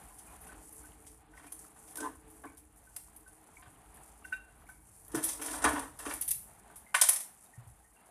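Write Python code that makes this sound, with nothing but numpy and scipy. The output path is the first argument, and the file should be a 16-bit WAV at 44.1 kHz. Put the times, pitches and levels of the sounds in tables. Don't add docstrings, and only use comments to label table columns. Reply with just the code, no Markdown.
import sys
import numpy as np
from scipy import signal
from scipy.fft import rfft, irfft, next_fast_len
from scipy.io import wavfile

SR = 44100
rng = np.random.default_rng(int(sys.argv[2]) if len(sys.argv) > 2 else 0)


def natural_amplitude(level_db):
    exponent = np.asarray(level_db, float) / 20
    return 10 ** exponent


def to_wav(sig):
    pcm = np.clip(np.atleast_2d(sig), -1, 1) * 32767
    pcm = np.round(pcm).astype(np.int16)
    wavfile.write(sys.argv[1], SR, pcm.T)


N = 357210


def rms_one(x):
    return x / np.sqrt(np.mean(x ** 2) + 1e-20)


def in_time(rows):
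    s, *columns = np.transpose(rows)
    return [np.interp(np.arange(N) / SR, s, column) for column in columns]


def colour(x, points):
    size = next_fast_len(len(x))
    hz, db = np.transpose(points)
    log_hz = np.log(np.arange(size // 2 + 1) * SR / size + 1)
    gain = natural_amplitude(np.interp(log_hz, np.log(hz), db))
    return irfft(rfft(x, size) * gain, size)[:len(x)]


def drift(rate_hz):
    r = np.exp(-2 * np.pi * rate_hz * 40 / SR)
    noise = rng.standard_normal(N // 40 + 2002)
    slow = signal.lfilter([1], [1, -2 * r, r * r], noise)[2000:]
    return np.interp(np.arange(N) / 40, np.arange(len(slow)), rms_one(slow))


def grains(per_s, spread_db):
    sizes = natural_amplitude(spread_db * np.minimum(rng.exponential(1, N), 5)) * rng.choice([-1, 1], N)
    return sizes * (rng.random(N) < per_s / SR)


def ring(clicks, hz, t60):
    r, w = natural_amplitude(-60 / (max(t60, .005) * SR)), 2 * np.pi * hz / SR
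    return signal.lfilter([0, np.sin(w)], [1, -2 * r * np.cos(w), r * r], clicks + 1e-18)


def rubbed(modes, force, damping):
    total = 0
    for k, (hz, db, t60) in enumerate(modes):
        total = total + natural_amplitude(db) * (-1) ** k * ring(force, hz, t60 * damping)
    return rms_one(total)


def struck(modes, times, peaks_db, contacts, tilts_db, damping):
    chance, out = rng.standard_normal((len(times), len(modes))), 0
    phases = rng.uniform(0, 2 * np.pi, chance.shape)
    for k, (hz, db, t60) in enumerate(modes):
        force = np.zeros(N + 2000)
        tilt = tilts_db * np.log2(hz / modes[1][0])
        levels = natural_amplitude(peaks_db + db + 2.5 * chance[:, k] + tilt)
        for start, level, contact, phase in zip(times, levels, contacts, phases[:, k]):
            size = int(np.clip(contact * SR, 20, 1000))
            swing = np.cos(2 * np.pi * hz * np.arange(size) / SR + phase)
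            force[int(start * SR):][:size] += level * swing * np.hanning(size) * 4 / size
        out = out + ring(force[:N], hz, t60 * damping)
    return out


def swells(times, peaks_db, rises, t60s):
    out, t = np.zeros(N + SR), np.arange(SR // 2) / SR
    for start, db, rise, t60 in zip(times, peaks_db, rises, t60s):
        shape = (1 - np.exp(-t / max(rise, .0002))) * natural_amplitude(-60 * t / max(t60, .01))
        out[int(start * SR):][:len(t)] += natural_amplitude(db) * shape / shape.max()
    return out[:N]


def tones(rows, rise_cycles):
    out, t = np.zeros(N + SR), np.arange(SR // 2) / SR
    for s, db, hz, t60 in rows:
        rise = rise_cycles / hz
        start = np.sin(np.pi / 2 * np.minimum(t / rise, 1)) ** 2
        fade = natural_amplitude(-60 * np.maximum(t - rise, 0) / max(t60, .01))
        out[int(s * SR):][:len(t)] += natural_amplitude(db) * start * fade * np.sin(2 * np.pi * hz * t)
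    return out[:N]


def tail(t60):
    t = np.arange(int(t60 * SR)) / SR
    return rms_one(rng.standard_normal(len(t)) * natural_amplitude(-60 * t / t60)) / np.sqrt(len(t))


# start_s, chatter_db, knock_db, thinness_db, chatter_fade_s (by 60 dB)
STEEL_BLOWS = [(.186, -35.5, -56, 0, 0.086), (.4095, -42.5, -62, 10, 0.19), (.468, -39, -44, 3, 0.078),
               (.725, -38.5, -64, 11.5, 0.047), (1.065, -38, -59, -2, 0.097), (1.4656, -39, -46, 1, 0.052),
               (1.5211, -26.5, -44, 6.5, 0.043), (1.8756, -39.5, -59, 1, .12), (1.9203, -40, -65, 4, 0.058),
               (1.9562, -24, -41, 3, 0.016), (1.9697, -23.5, -39, 3.5, 0.063),
               (2.0018, -32.5, -32, -8, 0.055), (2.301, -45, -59, 9, 0.061), (2.571, -37.5, -59, 4, .1),
               (2.9627, -20.5, -40, 3, 0.03), (3.1617, -36.5, -77, 9.5, 0.047),
               (3.2772, -40, -49, 5, 0.039), (3.941, -44, -61, 9, 0.072), (4.2457, -42.5, -57, 2, 0.35),
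               (4.3204, -48, -51, -5.5, 0.12), (4.6878, -40.5, -40.5, 5, .13),
               (5.0801, -38, -68, 11, 0.022), (5.1165, -36, -56, 0, 0.086),
               (5.1465, -20.5, -20.5, 0.5, 0.14), (5.227, -24, -53, 3, 0.072),
               (5.238, -13, -35, 6.5, 0.085), (5.2894, -30, -42, -11.5, 0.052), (5.4145, -23, -32, 2, 0.19),
               (5.4585, -24.5, -34, -2, 0.1), (5.619, -27, -29, -5.5, 0.11), (5.6403, -13, -9, -2.5, .058),
               (5.6876, -20.5, -20, 0, .06), (5.7294, -26, -29, 0, 0.079), (5.7928, -22.5, -41, 0, 0.033),
               (5.9893, -27.5, -37, 2, 0.093), (6.0516, -37, -33, -6, .15), (6.1377, -19, -44, 7, 0.03),
               (6.2109, -21, -65, 16, 0.023), (6.22, -20, -69, 1, 0.036), (6.2785, -20.5, -71, 12.5, 0.022),
               (6.2847, -21, -65, 5, 0.06), (6.3075, -12, -69, 10, 0.03), (6.3138, -15, -73, 3, 0.015),
               (6.321, -30, -65, 3, 0.016), (6.758, -34, -53, 6, 0.12), (6.9428, -14.5, -14, -1, 0.16),
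               (7.013, 2, -17, -0.5, .04), (7.0329, -19, -21.5, -10, 0.068),
               (7.0875, -1.5, -20.5, 3.5, 0.041), (7.129, -16.5, -52, 5, 0.065),
               (7.1594, -21, -55, -6, 0.047), (7.2, -23.5, -44, 2.5, .11), (7.435, -43, -65, 6, .07)]
# (by 60 dB, before damping)
TONGS_MODES = [(3386, -14, 0.12), (3970, -27, 0.03), (5160, -23.5, .12), (6270, -6, 0.13),
               (7640, -17.5, 0.11), (7920, -6.5, 0.14), (8150, -2, .15), (8250, -8, .14), (8834, -3, 0.11),
               (10560, -9, .15), (9350, 6, .2), (9765, 7, .2), (10400, -3, 0.15), (10700, -10.5, 0.075),
               (10600, -1, .07), (13100, -1.5, 0.19)]
# (by 60 dB, before damping)
PAN_UPPER_MODES = [(593, -8.5, 0.17), (697, -5, 0.11), (835, -5.5, 0.086), (989, -16, 0.51),
                   (950, -6.5, 0.15), (1064, 0, 0.05), (1260, -12, 0.038), (1272, -0.5, 0.055),
                   (1466, 5.5, 0.027), (1536, -10, 0.159), (1722, -9.5, 0.076), (1840, -0.5, 0.059),
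                   (2128, -7.5, 0.018), (2342, -11, 0.049), (2730, -13.5, 0.048), (3115, -13, 0.0071),
                   (3900, -29, 0.017)]
# pitch_hz, level_db
RASP_COLOUR = [(880, -48), (1500, -29.5), (1990, -17.5), (2680, -18.5), (3490, -16), (4600, -18.5),
               (5830, -12), (6230, -11.5), (6790, -14), (9550, -1.5), (14500, -22)]


def blows():
    s, chatter_db, knock_db, thinness_db, fades_s = np.transpose(STEEL_BLOWS)
    flat = np.zeros_like(s)
    rattle = rms_one(grains(9000, spread_db=3.5))
    steel = rms_one(colour(rattle, RASP_COLOUR)) + .5 * rubbed(TONGS_MODES, rattle, damping=1.0)
    thin = colour(steel, [(7000, -30), (11000, 0)])
    full = steel - thin
    rises_s = flat + 0.0034
    chatter = thin * swells(s, chatter_db - 16.5 + thinness_db, rises_s, fades_s)
    chatter = chatter + full * swells(s, chatter_db - 16.5 - thinness_db, rises_s, fades_s)
    burst = rms_one(colour(rng.standard_normal(N), RASP_COLOUR))
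    crack = burst * swells(s, chatter_db - 18.5, flat + 0.0001, flat + 0.006)
    by_tongs_db = np.where(s > 5.0, 0, -20)
    clink = struck(TONGS_MODES, s, chatter_db + by_tongs_db - 31, flat + 0.0011, flat, damping=0.11)
    knock = struck(PAN_UPPER_MODES, s, knock_db - 15, flat + 0.005, flat, damping=0.45)
    steep = signal.butter(4, 520, "high", fs=SR, output="sos")
    return signal.sosfilt(steep, chatter + crack + clink + knock)


# full_pressure_s, hold_s, low_modes_db, upper_modes_db, rasp_db
DRAG_STROKES = [(1.358, .11, -66, -64.5, -53.5), (2.025, 0.024, -44, -48.5, -40.5),
                (5.17, .02, -47, -46.5, -52), (5.273, 0.022, -60, -51, -24.5),
                (5.446, 0.083, -48, -52.5, -33.5), (5.55, 0.021, -72, -51.5, -35),
                (5.67, 0.011, -36, -36, -46), (5.766, 0.024, -40.5, -39, -32),
                (6.058, 0.048, -54, -47.5, -30.5), (6.11, 0.019, -59, -57, -36),
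                (7.11, 0.057, -83, -54, -54)]
# (by 60 dB, before damping)
PAN_LOW_MODES = [(272, 1.5, 0.068), (306, 5.5, 0.22), (322, -1.5, 0.47), (439.9, 0.5, 0.29)]


def drags():
    t, pressure = np.arange(N) / SR, 0
    press_db_per_s, lift_db_per_s = 247, 284
    for s, hold, *levels_db in DRAG_STROKES:
        press_db = -press_db_per_s * np.maximum(s - t, 0)
        lift_db = -lift_db_per_s * np.maximum(t - s - hold, 0)
        pressure = pressure + natural_amplitude(levels_db)[:, None] * natural_amplitude(np.maximum(press_db + lift_db, -200))
    slips = rms_one(grains(1500 * natural_amplitude(5.0 * drift(30)), spread_db=1.0))
    low = rubbed(PAN_LOW_MODES, slips, damping=0.87) * pressure[0]
    upper = rubbed(PAN_UPPER_MODES, slips, damping=0.13) * pressure[1]
    grit = (slips + rng.standard_normal(N)) * natural_amplitude(3.5 * drift(25))
    rasp = rms_one(colour(grit, RASP_COLOUR)) + 0.12 * rubbed(TONGS_MODES, slips, damping=0.81)
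    return low + upper + rasp * pressure[2] * natural_amplitude(-14.0)


# start_s, knock_db, boom_db, brightness_db (per octave)
SOFT_KNOCKS = [(0.519, -41.5, -47, 5), (1.369, -49, -74, 14), (1.394, -43.5, -64, 9), (1.438, -46, -50, 13),
               (1.761, -44, -73, 5), (1.98, -49, -43.5, -2), (2.013, -49, -39, -16), (2.033, -46, -46, -1),
               (2.046, -25.5, -50, -15), (2.068, -44, -46, -13), (2.437, -25.5, -50, -7),
               (2.452, -65, -43.5, 9), (3.622, -41.5, -73, 13), (3.658, -39, -66, 2), (4.322, -44, -75, 14),
               (5.139, -38, -19.5, -18), (5.171, -28, -54, 9.5), (5.288, -39, -45, -4),
               (5.393, -34, -44, 9), (5.417, -32, -60, 14), (5.479, -32, -45, 15), (5.52, -40, -42.5, 10),
               (5.538, -26, -57, 2), (5.617, -31, -41, -2), (5.645, -11, -22, 11.5), (5.658, -10, -41, -12),
               (5.687, -19, -53, 2), (5.729, -37, -36, 7), (5.756, -22.5, -43, 8.5), (5.792, -26, -42, 4),
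               (5.849, -42, -48.5, -14), (5.996, -35.5, -53, 12.5), (6.06, -27.5, -35.5, 13.5),
               (6.107, -26.5, -44, 13.5), (6.699, -40, -58.5, -12), (6.943, -12, -61, 14.5),
               (6.959, -28.5, -68, -1.5)]
# pitch_hz, level_db
THUD_COLOUR = [(290, -40), (500, -18.5), (825, 1), (1180, 1), (1370, -5), (1530, 3.5), (1680, -11),
               (1930, -10), (5000, -26), (6500, -55), (11000, -120)]


def knocks():
    s, knock_db, boom_db, tilts_db = np.transpose(SOFT_KNOCKS)
    contacts = np.full_like(s, 0.0095)
    noise = rms_one(colour(rng.standard_normal(N), THUD_COLOUR))
    hard = colour(noise, [(1500, -30), (2300, 0)])
    soft = noise - hard
    hard_db = knock_db - 17 + 0.97 * tilts_db - 4.5
    thud = hard * swells(s, hard_db, contacts / 4, contacts * 8)
    thud = thud + soft * swells(s, knock_db - 17, contacts / 4, contacts * 8)
    upper = struck(PAN_UPPER_MODES, s, knock_db - 28.5, contacts, tilts_db, damping=0.49)
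    boom = struck(PAN_LOW_MODES, s, boom_db - 7.5, contacts, .3 * tilts_db, damping=0.38)
    return thud + upper + boom


# start_s, level_db, favoured_pitch_hz, falloff_db (per octave), fade_s (by 60 dB)
STEEL_TOUCHES = [(0.103, -49, 1000, 90, 0.055), (.269, -57.5, 2430, 93, .2), (.487, -52, 1530, 90, .048),
                 (0.836, -53, 1510, 90, .058), (1.33, -63, 1540, 27, 0.27), (1.371, -51.5, 1950, 64, .037),
                 (1.41, -61, 2100, 42, .17), (1.47, -57, 2450, 60, 0.082), (1.979, -46, 1540, 90, .05),
                 (2.462, -59.5, 2270, 95, 0.25), (2.865, -60.5, 1510, 90, .069),
                 (3.257, -59.5, 1510, 90, 0.13), (3.565, -52, 2250, 97, 0.067), (3.58, -55, 1030, 90, .12),
                 (4.24, -52.5, 2750, 90, .048), (4.244, -45, 1540, 35, 0.038),
                 (4.32, -33.5, 1518, 52, 0.088), (4.326, -41.5, 2640, 67, 0.11),
                 (4.335, -50, 3770, 90, .068), (4.398, -60.5, 2730, 90, 0.14),
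                 (4.484, -57, 1530, 90, 0.026), (4.664, -54, 2200, 90, 0.055),
                 (4.69, -63.5, 2250, 120, .38), (4.686, -49.5, 1530, 90, .07),
                 (6.86, -57.5, 2080, 93, 0.23), (6.943, -30.5, 2090, 39.5, 0.11),
                 (7.46, -62, 3800, 89.5, .04), (7.529, -56.5, 1840, 91.5, .14),
                 (7.84, -61.5, 1850, 87, 0.12), (7.961, -65, 2750, 88, 0.16)]
# pitch_hz, level_db
STEEL_PING_MODES = [(1020, 0), (1520, 2.5), (1850, -4), (1950, -4.5), (2090, -1), (2260, -2), (2435, -2.5),
                    (2740, 1), (3770, -6)]
# start_s, level_db, pitch_hz, fade_s (by 60 dB)
EDGE_SQUEALS = [(2.02, -35, 1023, .06), (2.0, -41, 1550, .07), (2.005, -40, 904, .08)]


def pings():
    rough, lag = 1 + .45 * drift(70), int(.034 * SR)
    rows = []
    for s, db, near_hz, falloff_db, t60 in STEEL_TOUCHES:
        for hz, mode_db in STEEL_PING_MODES:
            rows.append((s, db + mode_db - falloff_db * abs(np.log2(hz / near_hz)), hz, t60))
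    direct = tones(rows, rise_cycles=14.0) * rough
    echo = natural_amplitude(-17.5) * np.concatenate([np.zeros(lag), direct[:-lag]])
    hang = natural_amplitude(-11.5) * signal.fftconvolve(direct, tail(0.55))[:N]
    squeals = tones(EDGE_SQUEALS, rise_cycles=57.0) * rough
    return direct + echo + hang + squeals


# time_s, level_db
SIZZLE_LEVEL = [(0.0, -58.5), (.55, -60.5), (.714, -56.5), (.988, -63.5), (1.158, -61), (1.274, -77.5),
                (1.428, -66), (1.582, -57.5), (1.75, -62), (1.9, -57), (2.25, -68), (2.4, -60),
                (2.63, -72.5), (2.95, -60.5), (3.25, -67), (3.57, -63), (3.8, -66), (4.12, -60.5),
                (4.4, -69), (5.05, -61.5), (6.45, -61), (6.772, -66.5), (7.35, -63), (7.772, -68.5),
                (8.1, -68)]
# pitch_hz, level_db
SIZZLE_COLOUR = [(2060, -48.5), (3500, -36.5), (4010, -31.5), (4550, -21), (4970, -23.5), (5800, -19),
                 (7630, -8), (9560, -2.5), (13700, -15), (14500, -9)]


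def sizzle():
    level_db, = in_time(SIZZLE_LEVEL)
    bursts = rms_one(grains(2500 * natural_amplitude(4.0 * drift(12)), spread_db=4.5))
    fizz = rms_one(colour(bursts + 1.1 * rng.standard_normal(N), SIZZLE_COLOUR))
    edges_hz, total = [2000, 5500, 8000, 11000, 19000], 0
    for k, band_hz in enumerate(zip(edges_hz, edges_hz[1:])):
        band = signal.butter(2, band_hz, "band", fs=SR, output="sos")
        total = total + signal.sosfilt(band, fizz) * (-1) ** k * natural_amplitude(1.5 * drift(14))
    return total * natural_amplitude(level_db + 1.9 * drift(38))


def bubbles(per_s):
    born = grains(per_s * natural_amplitude(2.8 * drift(3.9)), spread_db=3.5)
    dealt = rng.integers(0, 16, N)
    total = 0
    for k, hz in enumerate(np.geomspace(700, 3300, num=16)):
        total = total + ring(born * (dealt == k), hz, 26.0 / hz) * (700 / hz) ** 0.45
    return rms_one(total)


# time_s, murmur_db, pan_hum_db
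BACKGROUND_LEVELS = [(0.0, -57, -73.5), (.7, -58.5, -67), (1.4, -60, -69.5), (1.9, -61, -70.5),
                     (2.3, -64.5, -68), (3.3, -63.5, -77), (3.8, -59, -70), (4.33, -61, -70.5),
                     (4.55, -64, -75), (5.05, -63, -70), (6.8, -62.5, -82), (8.1, -63.5, -76.5)]
# pitch_hz, level_db
MURMUR_COLOUR = [(88, -44.5), (150, -1.5), (262, -3), (303, -11.5), (367, -6), (419, -7.5), (514, -11),
                 (787, 0.5), (953, -5), (1500, -10.5), (1690, -11), (2580, -17), (5000, -27.5), (6500, -63),
                 (11000, -120)]


def murmur_and_hum():
    murmur_db, hum_db = in_time(BACKGROUND_LEVELS)
    murmur = rms_one(colour(rng.standard_normal(N), MURMUR_COLOUR)) + .4 * bubbles(per_s=150)
    murmur = murmur * natural_amplitude(murmur_db - 3.58 + 1.7 * drift(4.3) + 1.7 * drift(1.4))
    hum = rubbed(PAN_LOW_MODES, rng.standard_normal(N), damping=0.57)
    return murmur + hum * natural_amplitude(hum_db + 3.0 * drift(1.6))


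# time_s, level_db
RUMBLE_LEVEL = [(0.0, -54), (.11, -66.5), (.34, -59), (1.26, -63), (1.74, -66), (2.2, -60), (2.55, -66.5),
                (3.09, -63), (3.47, -69), (3.61, -62.5), (4.4, -65.5), (5.26, -57.5), (5.48, -64),
                (5.68, -46.5), (5.86, -56.5), (6.68, -65), (7.4, -73), (7.71, -59), (7.96, -76),
                (8.1, -72.5)]
# pitch_hz, level_db
LOW_COLOUR = [(18, -33.5), (30, -8.5), (43, 5), (57, 6.5), (96, -5), (107, -4.5), (135, -6), (166, -10),
              (220, -15), (290, -48), (480, -120)]
# start_s, level_db, pitch_hz, fade_s (by 60 dB)
DULL_THUMPS = [(3.667, -51, 97, 0.076), (5.159, -40, 133, 0.15), (5.651, -38.5, 68.6, 0.18),
               (6.357, -50.5, 126, 0.11), (7.574, -41.5, 119, 0.19), (7.663, -48.5, 108, 0.13),
               (7.889, -62, 52.2, 0.15)]


def rumble():
    level_db, = in_time(RUMBLE_LEVEL)
    noise = rms_one(colour(rng.standard_normal(N), LOW_COLOUR))
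    return noise * natural_amplitude(level_db + 1.5 * drift(7)) + tones(DULL_THUMPS, rise_cycles=.9)


# pitch_hz, level_db
STEREO_WIDTH = [(2500, -70), (4500, -21), (8000, -13.5), (12000, -10)]


def widen(mid):
    quarter_turn = signal.hilbert(colour(mid, STEREO_WIDTH), next_fast_len(N))[:N].imag
    side = colour(quarter_turn * drift(150), [(2500, -40), (4000, 0)])
    return np.array([mid + side, mid - side])


def scene():
    handling = drags() + blows() + knocks()
    no_bass = signal.butter(4, 200, "high", fs=SR, output="sos")
    handling = signal.sosfilt(no_bass, handling)
    room = natural_amplitude(-4.5) * signal.fftconvolve(handling, tail(0.34))[:N]
    return widen(handling + room + pings() + sizzle() + murmur_and_hum() + rumble())


def top_cut(x):
    return signal.sosfilt(signal.butter(12, 15460, fs=SR, output="sos"), x)


def record(dry):
    no_top = signal.cheby2(16, 36, 14500, fs=SR, output="sos")
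    no_deep_bass = signal.butter(4, 43, "high", fs=SR, output="sos")
    mix = signal.sosfilt(no_deep_bass, signal.sosfilt(no_top, dry))
    return top_cut(mix)


dry = scene()
out = record(dry)
to_wav(out)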